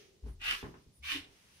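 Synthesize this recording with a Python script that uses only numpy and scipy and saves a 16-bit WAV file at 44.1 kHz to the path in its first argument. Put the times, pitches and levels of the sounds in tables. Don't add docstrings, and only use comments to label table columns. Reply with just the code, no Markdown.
import sys
import numpy as np
from scipy import signal
from scipy.fft import rfft, irfft
from scipy.io import wavfile
from scipy.ndimage import uniform_filter1d

SR = 44100
rng = np.random.default_rng(int(sys.argv[2]) if len(sys.argv) > 2 else 0)


def store_wav(level_fs):
    pcm = np.round(np.clip(np.atleast_2d(level_fs), -1, 1) * 32767)
    wavfile.write(sys.argv[1], SR, pcm.T.astype(np.int16))


N = 70560
TIME, FREQS = np.arange(N) / SR, np.fft.rfftfreq(N, 1 / SR)


def amp(db):
    return 10 ** (np.asarray(db) / 20)


def unit(x):
    return x / np.sqrt(np.mean(x ** 2) + 1e-20)


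def read(points, hz):
    f, value = np.transpose(points)
    return np.interp(np.log(hz + 1), np.log(f + 1), value)


def level(points):
    s, db = np.transpose(points)
    before = db[0] if s[0] < .05 else -200
    after = db[-1] if s[-1] > 1.55 else -200
    return amp(np.interp(TIME, s, db, left=before, right=after))


def swell(rows):
    return sum(amp(db) * np.exp(-.5 * ((TIME - s) / width) ** 2) for s, width, db in rows)


def convolve(x, taps):
    return signal.fftconvolve(np.atleast_2d(x), np.atleast_2d(taps), axes=1)[:, :N]


def impulse(spectrum, tilt_db=0, size=4096):
    hz = abs(np.fft.fftfreq(size, 1 / SR))
    log_gain = np.log(amp(read(spectrum, hz) + tilt_db * np.log2(np.maximum(hz, 100))))
    taps = np.fft.ifft(np.exp(np.conj(signal.hilbert(log_gain)))).real
    return taps / np.linalg.norm(taps)


# (frequency [Hz], correlation [0-1])
COHERENCE = [(60, 0.81), (250, 0.92), (500, 0.4), (900, 0), (15000, 0.03)]
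def diffuse():
    a, b = rfft(rng.standard_normal((2, N)))
    same = np.clip(read(COHERENCE, FREQS), -1, 1)
    return irfft(np.array([a, same * a + np.sqrt(1 - same ** 2) * b]), N)


def noise(spectrum):
    return unit(irfft(rfft(diffuse()) * amp(read(spectrum, FREQS)), N))


# (frequency [Hz], relative density [dB])
AMBIENT_SPECTRUM = [(20, -20), (55, -4.5), (100, -3), (160, -4.5), (380, -16.5), (600, -19.5), (1500, -28),
                    (5000, -22), (8000, -28), (15000, -36.5)]
def room_tone():
    return amp(-69.5) * noise(AMBIENT_SPECTRUM)


# (frequency [Hz], relative density [dB])
HISS_SPECTRUM = [(300, -13), (900, -10), (2800, 0.5), (4200, -5), (6300, -3), (7500, -20.5), (9900, -13.5),
                 (13000, -24), (15500, -16)]
# (time [s], level [dB])
HISS_ENVELOPE = [(0, -59.5), (.1, -71), (.21, -84.5), (.28, -68.5), (.37, -92), (.68, -69), (.8, -72.5),
                 (.92, -86.5), (.965, -102), (1.01, -99.5), (1.33, -68), (1.46, -69), (1.6, -64.5)]
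def hiss():
    return level(HISS_ENVELOPE) * noise(HISS_SPECTRUM)


# (frequency [Hz], relative density [dB])
DRONE_SPECTRUM = [(250, -45.5), (345, -3), (410, 3), (470, -9), (600, -17.5), (2000, -68.5)]
# (time [s], level [dB])
DRONE_ENVELOPE = [(0, -61), (.2, -72.5), (.27, -62), (.38, -89), (.6, -68.5), (.77, -71), (.95, -105.5),
                  (1.1, -86.5), (1.27, -67), (1.42, -83.5), (1.6, -86)]
def drone():
    return level(DRONE_ENVELOPE) * noise(DRONE_SPECTRUM)


# (frequency [Hz], relative density [dB])
SLEEVE_SPECTRUM = [(2000, 17), (6000, 4), (9500, 14), (12500, 8), (15500, -50)]
# (time [s], level [dB])
SLEEVE_ENVELOPE = [(0, -86), (.1, -85), (.2, -96), (.29, -69), (.38, -93), (.925, -100), (.945, -82),
                   (1.02, -91), (1.3, -75), (1.45, -70), (1.6, -73.5)]
def sleeve_rustle():
    return level(SLEEVE_ENVELOPE) * noise(SLEEVE_SPECTRUM)


# (onset [s], hold [s], t60 [s], frequency [Hz], level [dB])
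HANDLING_THUDS = [(0.227, 0.087, 0.1, 56.8, -41.5), (0.316, 0.23, 0.28, 32.8, -57),
                  (0.321, 0.032, 0.63, 84.2, -57), (0.639, .07, 0.34, 58.5, -66),
                  (0.991, 0.08, 0.14, 69.7, -56.5), (1.118, 0.087, 0.27, 97.8, -63.5)]
def thuds(rise_s=0.013, wander_depth=0.12):
    out = np.zeros(N)
    for s, hold, t60, hz, db in HANDLING_THUDS:
        t = np.maximum(TIME - s, 0)
        wander = unit(uniform_filter1d(rng.standard_normal(N), size=400))
        cycles = np.cumsum(hz * (1 + wander_depth * wander) * (t > 0)) / SR
        envelope = np.minimum(t / rise_s, 1) * amp(db - 60 * np.maximum(t - hold, 0) / t60)
        out += np.sqrt(2) * np.sin(2 * np.pi * cycles) * envelope
    return out * amp([[1], [-1]])


# (frequency [Hz], relative energy [dB], t60 [s])
TUB_RESONANCES = [(59.5, 13.5, 0.36), (146.6, -3, 0.22), (193.3, 0.5, 0.17), (228, -11, 0.39),
                  (290, -19, 0.51), (310, 7.5, 0.17), (386.2, 4.5, 0.82), (413, 8.5, 0.25)]
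def tub_response():
    t = np.arange(SR // 2) / SR
    out = sum(amp(db - 60 * t / t60) / np.sqrt(t60) * np.sin(2 * np.pi * (hz * t + rng.random()))
              for hz, db, t60 in TUB_RESONANCES)
    return out / np.linalg.norm(out)


# (time [s], relative level [dB], tilt [dB/octave])
BUMPS_AND_KNOCKS = [(.238, -16.5, -6), (.261, -17, -4), (.283, -25, 1), (.628, -7.5, -1), (.641, -14.5, 3),
                    (.657, -13.5, -0.5), (.741, -20.5, 2.5), (.775, -27.5, -5), (0.864, -24, -7)]
# (frequency [Hz], relative density [dB])
IMPACT_SPECTRUM = [(25, -7), (60, 0), (150, 0), (400, -0.5), (560, -12.5), (1100, -9.5), (1600, -17),
                   (3000, -28), (8000, -67), (15000, -70)]
def bumps_and_knocks(push_cutoff_hz=405):
    impacts = np.zeros(N)
    for s, db, tilt_db in BUMPS_AND_KNOCKS:
        pulse, at = amp(db) * impulse(IMPACT_SPECTRUM, tilt_db), round(s * SR)
        impacts[at:at + len(pulse)] += pulse
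    push = signal.sosfilt(signal.butter(2, push_cutoff_hz, fs=SR, output="sos"), impacts)
    ring = np.std(impacts) * unit(convolve(impacts, tub_response()))
    reflected = amp(-3) * early_echoes(impacts) + amp(0.5) * reverberation(impacts)
    return amp(-7) * (amp(-4) * push + amp(-6.5) * ring + reflected)


def early_echoes(x, decay_s=0.0029):
    t = np.arange(SR // 20) / SR
    taps = diffuse()[:, :len(t)] * np.exp(-t / decay_s)
    return convolve(x, taps / np.linalg.norm(taps, axis=1, keepdims=True))


# (frequency [Hz], t60 [s])
REVERB_TIMES = [(100, 0.32), (400, 0.33), (1200, 0.28), (3000, 0.24), (8000, 0.31), (15000, 0.096)]
def reverberation(x, build_s=0.0013):
    hz, t, bands = signal.stft(diffuse()[:, :SR // 2], SR, nperseg=256)
    decay = amp(-60 * t / read(REVERB_TIMES, hz)[:, None])
    tail = signal.istft(bands * decay, SR, nperseg=256)[1]
    tail *= np.minimum(np.arange(tail.shape[1]) / SR / build_s, 1)
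    return convolve(x, tail / np.linalg.norm(tail[0]))


# (frequency [Hz], relative density [dB])
GRUMBLE_SPECTRUM = [(60, 4), (150, -0.5), (350, 1.5), (520, -4.5), (580, -10.5), (760, -4), (1100, -14),
                    (2000, -18.5), (5000, -44.5)]
# (centre [s], width [s], level [dB])
GRIPS = [(.275, 0.014, -59), (.425, 0.017, -67.5), (.515, 0.024, -53), (1.16, 0.037, -56),
         (1.28, 0.049, -66)]
def grumble():
    return noise(GRUMBLE_SPECTRUM) * swell(GRIPS)


# (frequency [Hz], relative density [dB])
WHISTLE_SPECTRUM = [(6000, -42), (9300, -9), (9850, 3.5), (10500, -38), (13300, -18), (13850, -8),
                    (14350, -31), (16000, -45)]
# (centre [s], width [s], level [dB])
WHISTLE_SWELLS = [(.31, 0.03, -72), (.825, 0.026, -80), (.972, 0.022, -68.5), (1.56, .035, -73)]
def whistles():
    return swell(WHISTLE_SWELLS) * noise(WHISTLE_SPECTRUM)


# (time [s], relative level [dB])
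COARSE_SNAPS = [(.449, -19), (0.458, -14), (0.475, -28), (0.48, -11.5), (0.505, -20.5), (.510, -4),
                (0.513, -21.5), (1.091, -17), (1.109, -17), (1.119, -10), (1.155, -22)]
def fracture(effort, cracks_per_s=500, spread_db=1.5, crumble_s=0.001, powder_db=-7.5):
    gaps, sizes = rng.random((2, 1500))
    at = (np.cumsum(.2 + 1.6 * gaps) / cracks_per_s * SR).astype(int)
    cracks = np.zeros(N)
    cracks[at[at < N]] = amp(spread_db * np.minimum(-np.log(1 - sizes), 3))[at < N]
    crumble = signal.lfilter([1], [1, -np.exp(-1 / (crumble_s * SR))], cracks)
    grit = unit(crumble * rng.standard_normal(N)) + amp(powder_db) * rng.standard_normal(N)
    running_rms = np.sqrt(uniform_filter1d(grit ** 2, size=1100))
    drive = grit / running_rms * level(effort)
    for s, db in COARSE_SNAPS:
        if effort[0][0] < s < effort[-1][0]:
            drive[round(s * SR)] += amp(db)
    return drive


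# (start [Hz], end [Hz], bandwidth [Hz], gain [dB])
SWEEPS = [(2210, 3490, 400, 14), (2180, 3470, 440, 12)]
def climbing_resonance(drive, effort, turn):
    start_hz, end_hz, width_hz, db = SWEEPS[turn]
    hz = np.interp(TIME, [effort[0][0], effort[-1][0]], [start_hz, end_hz])
    carrier = np.exp(2j * np.pi * np.cumsum(hz) / SR)
    pole = np.exp(-np.pi * width_hz / SR)
    baseband = signal.lfilter([(1 - pole) ** 2], [1, -2 * pole, pole * pole], drive / carrier)
    return amp(db) * 2 * (carrier * baseband).real


# (frequency [Hz], relative level [dB])
MILL_RESONANCES = [
    [(1152, -57), (1227, -59.5), (1572, -57), (1626, -59), (1954, -54), (2143, -55), (2406, -64),
     (2530, -48.5), (2778, -47.5), (2993, -49.5), (3230, -67), (3585, -75), (3720, -70), (3833, -70)],
    [(1077, -67), (1599, -65.5), (1825, -58), (2164, -63), (2600, -59), (2681, -68), (2826, -53),
     (2998, -55), (3079, -57), (3155, -58), (3273, -65.5), (3623, -63.5)],
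]
# (gain [dB], t60 [s])
MILL_DECAYS = [(-2, 0.1), (-4, 0.21)]
def mill_ring(effort, turn, wander_hz=5):
    ring_db, t60 = MILL_DECAYS[turn]
    retained = np.exp(-2 * np.log(1000) / (t60 * SR))
    energy = signal.lfilter([1 - retained], [1, -retained], level(effort) ** 2)
    out = 0
    for hz, db in MILL_RESONANCES[turn]:
        waver = np.interp(np.arange(N), np.linspace(0, N, num=120), rng.standard_normal(120))
        cycles = np.cumsum(hz + wander_hz * waver) / SR + rng.random()
        right_shift = rng.choice([-1, 1]) * rng.uniform(.15, .35)
        out = out + amp(db) * np.sin(2 * np.pi * np.array([cycles, cycles + right_shift]))
    return amp(ring_db) * np.sqrt(energy) * unit(out)


# (time [s], level [dB])
EFFORTS = [
    [(.392, -73), (.412, -47.5), (.448, -39), (.467, -37.5), (.484, -34), (.513, -37.5), (.553, -44),
     (.575, -70), (.615, -53.5), (.64, -69)],
    [(1.018, -74), (1.036, -47), (1.08, -40), (1.108, -34.5), (1.15, -39), (1.168, -47), (1.19, -73),
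     (1.225, -64), (1.25, -58.5)],
]
# (frequency [Hz], relative density [dB])
CRUSH_SPECTRA = [
    [(300, -33), (650, -23), (900, -12.5), (1300, -5.5), (1950, -3), (2900, 0), (3600, -6.5), (5200, -16),
     (7500, -27), (9000, -23), (12500, -30), (15500, -39)],
    [(300, -51), (700, -30), (1050, -12.5), (1400, -8), (2100, -2.5), (2800, 1), (3700, -4.5),
     (5200, -14.5), (7500, -26), (9000, -22.5), (12500, -26), (15500, -40)],
]
TURN_BALANCE = [0, -0.5]
def grind(turn):
    effort, side_db = EFFORTS[turn], TURN_BALANCE[turn]
    drive = fracture(effort)
    crush = convolve(drive, impulse(CRUSH_SPECTRA[turn]))
    heard = amp(-12.5) * crush + amp(-3.5) * early_echoes(crush) + amp(-3) * reverberation(crush)
    heard += early_echoes(climbing_resonance(drive, effort, turn))
    heard += mill_ring(effort, turn)
    return amp(-1) * heard * amp([[side_db / 2], [-side_db / 2]])


# (frequency [Hz], relative density [dB])
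SALT_SPECTRUM = [(1500, -21.5), (3500, 7), (6000, 7.5), (7500, -1.5), (9500, 2), (13000, 0), (15500, -9.5)]
# (time [s], level [dB])
SALT_FLOWS = [
    [(.44, -56.5), (.52, -51), (.6, -56.5), (.64, -67.5), (.72, -75)],
    [(1.025, -70), (1.06, -54.5), (1.14, -49.5), (1.18, -58), (1.26, -80)],
]
def falling_salt():
    return noise(SALT_SPECTRUM) * sum(level(flow) for flow in SALT_FLOWS)


# (frequency [Hz], left minus right [dB])
MILL_BALANCE = [(300, -1.5), (1100, -1.5), (2000, -2), (3300, -1.5), (4200, 4.5), (5500, 9.5), (6700, -3),
                (7500, 0.5), (9000, -4.5), (10200, 4.5), (11900, -9), (13300, 6), (14300, -2), (15000, 11)]
def mill():
    sound = falling_salt() + grumble() + grind(turn=0) + grind(turn=1)
    side_db = read(MILL_BALANCE, FREQS)
    return irfft(rfft(sound) * amp([side_db / 2, -side_db / 2]), N)


# (frequency [Hz], relative level [dB])
HOOT_PARTIALS = [(277, 12.5), (306, 9.5), (383, -3)]
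# (time [s], level [dB])
HOOT_ENVELOPE = [(1.1, -96), (1.13, -59), (1.16, -44), (1.185, -48), (1.21, -63.5), (1.3, -76), (1.4, -102)]
def hoot():
    peak_s = max(HOOT_ENVELOPE, key=lambda point: point[1])[0]
    tones = sum(amp(db) * np.cos(2 * np.pi * hz * (TIME - peak_s)) for hz, db in HOOT_PARTIALS)
    return level(HOOT_ENVELOPE) * unit(tones)


def scene():
    events = mill() + bumps_and_knocks() + thuds() + hoot()
    return events + room_tone() + hiss() + drone() + sleeve_rustle() + whistles()


def record(dry):
    taps = signal.firwin(511, cutoff=15700, window=("kaiser", 9), fs=SR)
    return signal.oaconvolve(dry, taps[None], "same")


dry = scene()
out = record(dry)
store_wav(out)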